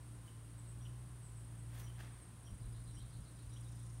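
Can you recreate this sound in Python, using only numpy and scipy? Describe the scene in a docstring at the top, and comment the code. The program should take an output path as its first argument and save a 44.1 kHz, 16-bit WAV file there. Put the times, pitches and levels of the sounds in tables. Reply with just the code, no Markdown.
"""A yard at the edge of a wood. From the start a far engine drones, insects sizzle high in the grass,
and small birds chip, peep and lisp among the trees. One nearer insect slowly comes in, its wing
strokes making a fast pulsing buzz. Around two seconds in come a light scuff and a soft knock close
by, then a breeze rumbles on the microphone. Last, the buzz grows louder, one bird sings a row of
buzzy notes, and a far trill swells."""
import sys
import numpy as np
from scipy import signal
from scipy.fft import rfft, irfft
from scipy.io import wavfile
from scipy.ndimage import uniform_filter1d

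SR = 44100
rng = np.random.default_rng(int(sys.argv[2]) if len(sys.argv) > 2 else 0)


def pcm_store(signal):
    """Save signal as 16-bit PCM."""
    levels = np.round(np.clip(np.atleast_2d(signal), -1, 1) * 32767)
    wavfile.write(sys.argv[1], SR, levels.astype(np.int16).T)


N = 176400
TIME = np.arange(N) / SR


def from_db(db):
    """Turn decibels (dB) into a number to multiply a sound by."""
    return 10 ** (np.asarray(db) / 20)


def unit_power(x):
    """Scale a sound so that its average power is 1."""
    return x / np.sqrt(np.mean(x ** 2) + 1e-20)


def over_time(rows):
    """Join (seconds, value) rows with straight lines."""
    return np.interp(TIME, *np.transpose(rows))


def drift(rate_hz):
    """A smooth random wobble, about 1 in size; a higher rate wobbles faster."""
    step = 40  # samples between random points
    pole = np.exp(-2 * np.pi * rate_hz * step / SR)
    smooth = signal.lfilter([1], [1, -2 * pole, pole * pole], rng.standard_normal(N // step + 2002))
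    settled = unit_power(smooth[2000:])
    return np.interp(np.arange(N) / step, np.arange(len(settled)), settled)


def noise(colour):
    """Noise of power 1. Its colour says how strong the low and high frequencies are."""
    hz, db = np.transpose(colour)
    freqs = np.maximum(np.fft.rfftfreq(N, 1 / SR), 1)
    gain = from_db(np.interp(np.log(freqs), np.log(hz), db))
    edge_fade = np.minimum(freqs / hz[0], 1) ** 2 * np.minimum(hz[-1] / freqs, 1) ** 2
    return unit_power(irfft(rfft(rng.standard_normal(N)) * gain * edge_fade, N))


def add(out, start_s, sound):
    """Mix a sound in at the given time."""
    start = max(int(start_s * SR), 0)
    out[start:start + len(sound)] += sound[:max(N - start, 0)]


def progress(length_s):
    """Run from 0 to 1 through a note."""
    return np.linspace(0, 1, max(int(length_s * SR), 2))


def whistle(hz, db, quaver):
    """A bird's note: an almost pure tone that follows a pitch path, trembles and fades in and out."""
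    pitch = hz * (1 + quaver * drift(400)[:len(hz)])
    swell = np.sqrt(np.abs(np.sin(np.linspace(0, np.pi, len(hz)))))
    swell *= signal.windows.tukey(len(hz), .2)
    return from_db(db) * np.sqrt(2) * swell * np.sin(2 * np.pi * np.cumsum(pitch) / SR)


def arched_notes(rows, arch_hz=154, quaver_hz=124):
    """Short whistles whose pitch rises and falls again."""
    out = np.zeros(N)
    for start, length, top_hz, db in rows:
        pitch = top_hz - arch_hz * (2 * progress(length) - 1) ** 2
        add(out, start, whistle(pitch, db, quaver=quaver_hz / top_hz))
    return out


def among_trees(sound, echo_db, bounce_db, bounce_s=.03, echo_s=0.45):
    """The edge of the wood adds one clear bounce and a blurred echo to a sound."""
    t = np.arange(SR // 2) / SR
    tail = rng.standard_normal(len(t)) * from_db(-60 * t / echo_s) * (1 - np.exp(-t / 0.0037))
    echo = signal.fftconvolve(sound, tail / np.sqrt(np.sum(tail ** 2)))[:N]
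    bounce = np.concatenate([np.zeros(int(bounce_s * SR)), sound])[:N]
    return sound + from_db(bounce_db) * bounce + from_db(echo_db) * echo


# The colour of the open air. Each row: frequency in Hz, relative strength in dB.
AIR_COLOUR = [(28, -8.5), (55, 1), (150, 3.5), (200, -6.5), (310, -7), (430, -14), (750, -16.5),
              (1080, -16), (1550, -19), (2500, -24.5), (3100, -24), (4800, -28.5), (6200, -29.5),
              (7300, -28), (12000, -34), (15500, -36.5)]
# How loud the air is. Each row: time in seconds, level in dB.
AIR_LOUDNESS = [(2.3, -59.5), (4, -60)]
def air():
    """The outdoor hush, which sinks a little in the second half."""
    return from_db(over_time(AIR_LOUDNESS)) * noise(AIR_COLOUR)


# Faint tones far away. Each row: pitch in Hz, level in dB.
DRONE_TONES = [(208, -83.5), (296, -76), (1040, -83.5)]
def drones(waver_hz=5.2):
    """Thin hums that waver at random."""
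    turn = 2 * np.pi * TIME
    return sum(from_db(db) * (drift(waver_hz) * np.sin(hz * turn) + drift(waver_hz) * np.cos(hz * turn))
               for hz, db in DRONE_TONES)


# How fast the engine runs. Each row: time in seconds, speed in Hz.
ENGINE_PACE = [(0, 59), (0.35, 56.5), (0.7, 58), (1.05, 61), (1.35, 57), (1.7, 58), (2.0, 59), (2.75, 57.5),
               (3.2, 59), (4, 58.0)]
# How loud the engine is. Each row: time in seconds, level in dB.
ENGINE_LOUDNESS = [(0, -51.5), (0.12, -51.5), (0.3, -52.5), (0.6, -50.5), (0.86, -47), (1.02, -49),
                   (1.1, -51), (1.14, -47), (1.19, -52.5), (1.58, -48.5), (1.75, -46), (2.08, -50.5),
                   (2.23, -57), (2.5, -53), (2.8, -49), (3.02, -51), (3.3, -55.5), (3.6, -48), (4, -47.5)]
# The engine's tones. Each row: multiple of the speed, relative strength in dB.
ENGINE_TONES = [(1, -8.5), (2, -2), (3, -20.5), (5, -31.5), (6, -34)]
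def engine(waver_db=.4):
    """The low tones of a far engine, each wavering on its way through the air."""
    turn = 2 * np.pi * np.cumsum(over_time(ENGINE_PACE)) / SR
    tones = np.zeros(N)
    for multiple, db in ENGINE_TONES:
        strength = from_db(db + waver_db * drift(15))
        tones += strength * np.sin(multiple * turn + rng.uniform(0, 2 * np.pi))
    return np.sqrt(2) * from_db(over_time(ENGINE_LOUDNESS)) * tones


# The colour of the breeze. Each row: frequency in Hz, relative strength in dB.
RUMBLE_COLOUR = [(30, -8), (45, 7), (70, -7.5), (110, 0), (200, -13.5), (500, -43)]
# The gusts. Each row: time in seconds, relative level in dB.
GUSTS = [(2.1, -54), (2.19, -64), (2.42, -75), (2.53, -44), (2.57, -59), (2.65, -45.5), (2.74, -55),
         (2.9, -55.5), (3.03, -53.5), (3.11, -59), (3.2, -48), (3.3, -72), (3.38, -72), (3.46, -51),
         (3.62, -69)]
def breeze(arrived_s=2.16, fade_in_s=0.1, gain_db=-2):
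    """Gusts of wind rumble on the microphone."""
    rumble = noise(RUMBLE_COLOUR)
    even_rumble = rumble / np.sqrt(uniform_filter1d(rumble ** 2, size=3000))
    fade_in = np.clip(1 + (TIME - arrived_s) / fade_in_s, 0, 1)
    return fade_in * from_db(gain_db + over_time(GUSTS)) * even_rumble


# The colour of the far trill. Each row: frequency in Hz, relative strength in dB.
TRILL_COLOUR = [(4600, -8), (5500, 1.5), (6500, -1), (7200, 1), (8000, -33)]
# Its late swell. Each row: time in seconds, level in dB.
TRILL_SWELL = [(2.6, -95), (3.65, -78)]
def far_trill(flutter_db=3.0):
    """A distant bird, blurred into a high, fluttering hiss."""
    return noise(TRILL_COLOUR) * from_db(over_time(TRILL_SWELL) + flutter_db * drift(38))


# The dull and the gritty part of a touch. Each row: frequency in Hz, relative strength in dB.
BODY_COLOUR = [(200, -1), (1080, 1), (1400, -1), (1630, 3), (1820, 1), (2900, -5), (3300, -2), (4000, -10),
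               (8000, -16.5), (15000, -37)]
GRIT_COLOUR = [(2000, -12), (4500, -9), (6300, -3), (7500, -10), (10000, -5), (15500, -4)]
# Light touches close by. Each row: peak time, rise and fall in seconds, body and grit levels in dB.
TOUCHES = [(.28, .03, 0.03, -72, -72), (1.765, 0.051, 0.04, -63.5, -71), (1.808, 0.022, 0.083, -66, -71),
           (1.805, 0.02, 0.011, -90, -61), (2.003, 0.013, 0.016, -60.5, -70),
           (2.035, 0.028, 0.16, -64.5, -81)]
def touches(grain_db=3.0):
    """A faint rustle, a scuff and a soft knock: each a dull body of noise with fine grit on top."""
    body = noise(BODY_COLOUR) * from_db(grain_db * drift(270))
    grit = noise(GRIT_COLOUR) * from_db(grain_db * drift(270))
    out = np.zeros(N)
    for peak, rise, fall, body_db, grit_db in TOUCHES:
        age = TIME - peak
        swell = np.exp(-np.maximum(-age / rise, age / fall))
        out += swell * (from_db(body_db) * body + from_db(grit_db) * grit)
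    return out


# High peeps further off. Each row: start in seconds, length in seconds, top pitch in Hz, level in dB.
PEEP_NOTES = [(.815, 0.028, 5850, -71), (1.825, 0.034, 5860, -68), (2.446, 0.032, 5720, -70.5),
              (2.932, 0.044, 5700, -72.5), (3.522, 0.031, 5750, -71)]
# Thin lisps. Each row: start in seconds, starting pitch in Hz, level in dB.
LISP_NOTES = [(0.572, 8290, -67), (0.667, 8420, -64), (1.218, 8350, -66.5), (1.243, 8200, -67),
              (1.355, 8300, -67.5), (1.573, 8440, -66.5), (2.111, 8750, -67), (2.207, 8770, -65.5),
              (2.862, 8730, -68.5), (2.95, 8620, -66.5)]
def bird_calls(lisp_s=0.0394, fall_hz=642, bend=1.74):
    """Birds in the trees whistle arched peeps and falling lisps."""
    out = arched_notes(PEEP_NOTES)
    for start, start_hz, db in LISP_NOTES:
        pitch = start_hz - fall_hz * progress(lisp_s) ** bend
        add(out, start, whistle(pitch, db, quaver=0.0087))
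    return among_trees(out, echo_db=-5, bounce_db=-6)


# Lower chips. Each row: start in seconds, length in seconds, top pitch in Hz, level in dB.
CHIP_NOTES = [(.274, 0.022, 3037, -65.5), (.807, 0.012, 3420, -72), (.85, 0.011, 2940, -64.5),
              (0.853, 0.015, 3470, -71), (0.865, 0.0056, 3050, -59.5), (1.863, 0.027, 3130, -67),
              (1.893, 0.013, 3110, -66), (2.465, 0.0245, 3130, -67), (2.965, 0.03, 3130, -67),
              (2.997, 0.02, 3270, -70), (3.559, 0.022, 3230, -65)]
def bird_chips():
    """A near bird gives very short arched notes, with less echo than the others."""
    return among_trees(arched_notes(CHIP_NOTES), echo_db=-7, bounce_db=-19)


# A song of buzzy notes. Each row: start in seconds, middle pitch in Hz, level in dB.
SONG_NOTES = [(2.615, 3980, -77.5), (2.736, 3950, -74), (2.862, 3950, -71.5), (2.989, 3970, -71.5),
              (3.115, 4000, -72), (3.245, 4060, -73), (3.374, 4090, -74), (3.503, 3840, -73),
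              (3.64, 3770, -75), (3.777, 3810, -76)]
def bird_song(note_s=0.056, sweeps_per_s=88, lowest_hz=3514, slide_s=0.017, lead_s=.014):
    """A bird leads into each note with a quick downward slide, then buzzes in tiny upward sweeps."""
    out = np.zeros(N)
    sweep = (progress(note_s) * note_s * sweeps_per_s) % 1
    pulses = unit_power(np.sin(np.pi * sweep) ** 2)
    slide_hz = 5000 - 150 * progress(slide_s)
    for start, middle_hz, db in SONG_NOTES:
        add(out, start - lead_s, whistle(slide_hz, db=-77, quaver=0.013))
        pitch = middle_hz - (middle_hz - lowest_hz) * np.cos(np.pi * sweep)
        add(out, start, whistle(pitch, db, quaver=0.045) * pulses)
    return among_trees(out, echo_db=-3, bounce_db=-9)


# The colour of the insect chorus. Each row: frequency in Hz, relative strength in dB.
CHORUS_COLOUR = [(6800, -28), (7600, -17.5), (8250, -2), (8900, -2.5), (9650, -2.5), (10100, -7),
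                 (10600, -16.5), (12500, -24.5)]
# How loud the chorus is. Each row: time in seconds, level in dB.
CHORUS_LOUDNESS = [(0, -68.5), (3, -69)]
def insect_chorus(flutter_db=1.1):
    """Many insects in the grass blur into one high sizzle."""
    return noise(CHORUS_COLOUR) * from_db(over_time(CHORUS_LOUDNESS) + flutter_db * drift(60))


# The colour of a wing's rasp before it sags. Each row: frequency in Hz, relative strength in dB.
WING_COLOUR = [(8300, -16), (9300, -7.5), (10150, 4.5), (10600, 0), (11200, -9), (12500, -22.5),
               (15000, -23)]
# How loud the buzz is. Each row: time in seconds, level in dB.
BUZZ_LOUDNESS = [(0, -93), (1.5, -76), (2.3, -80), (2.55, -72), (4, -71)]
def near_insect(strokes_per_s=27.24, rise_s=.004, fall_s=.008, sag_hz=1830, sag_s=0.01, rough_db=0.7):
    """Each wing stroke makes a short rasp that sags in pitch as the wing slows."""
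    age = (TIME - 2.505) % (1 / strokes_per_s)  # seconds since the latest stroke began
    stroke = (1 - np.exp(-age / rise_s)) * np.exp(-age / fall_s)
    drop_hz = sag_hz * (1 - np.exp(-age / sag_s))
    shift_down = np.exp(-2j * np.pi * np.cumsum(drop_hz) / SR)  # lowers every frequency by drop_hz
    wing = np.real(signal.hilbert(noise(WING_COLOUR)) * shift_down)
    rasp = wing * stroke * from_db(-rough_db * drift(540))
    ground_echo = 0.3 * np.roll(rasp, int(0.002 * SR))
    return from_db(over_time(BUZZ_LOUDNESS)) * unit_power(rasp + ground_echo)


def scene():
    """All the sounds of the yard, added into one channel."""
    background = air() + drones() + engine() + breeze() + far_trill()
    foreground = touches() + bird_calls() + bird_chips() + bird_song() + insect_chorus() + near_insect()
    return (background + foreground)[None]


def record(dry):
    """Cut away the very highest treble."""
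    cutoff_hz = 15750
    return signal.sosfilt(signal.ellip(12, .1, 70, cutoff_hz, fs=SR, output="sos"), dry)


dry = scene()
out = record(dry)
pcm_store(out)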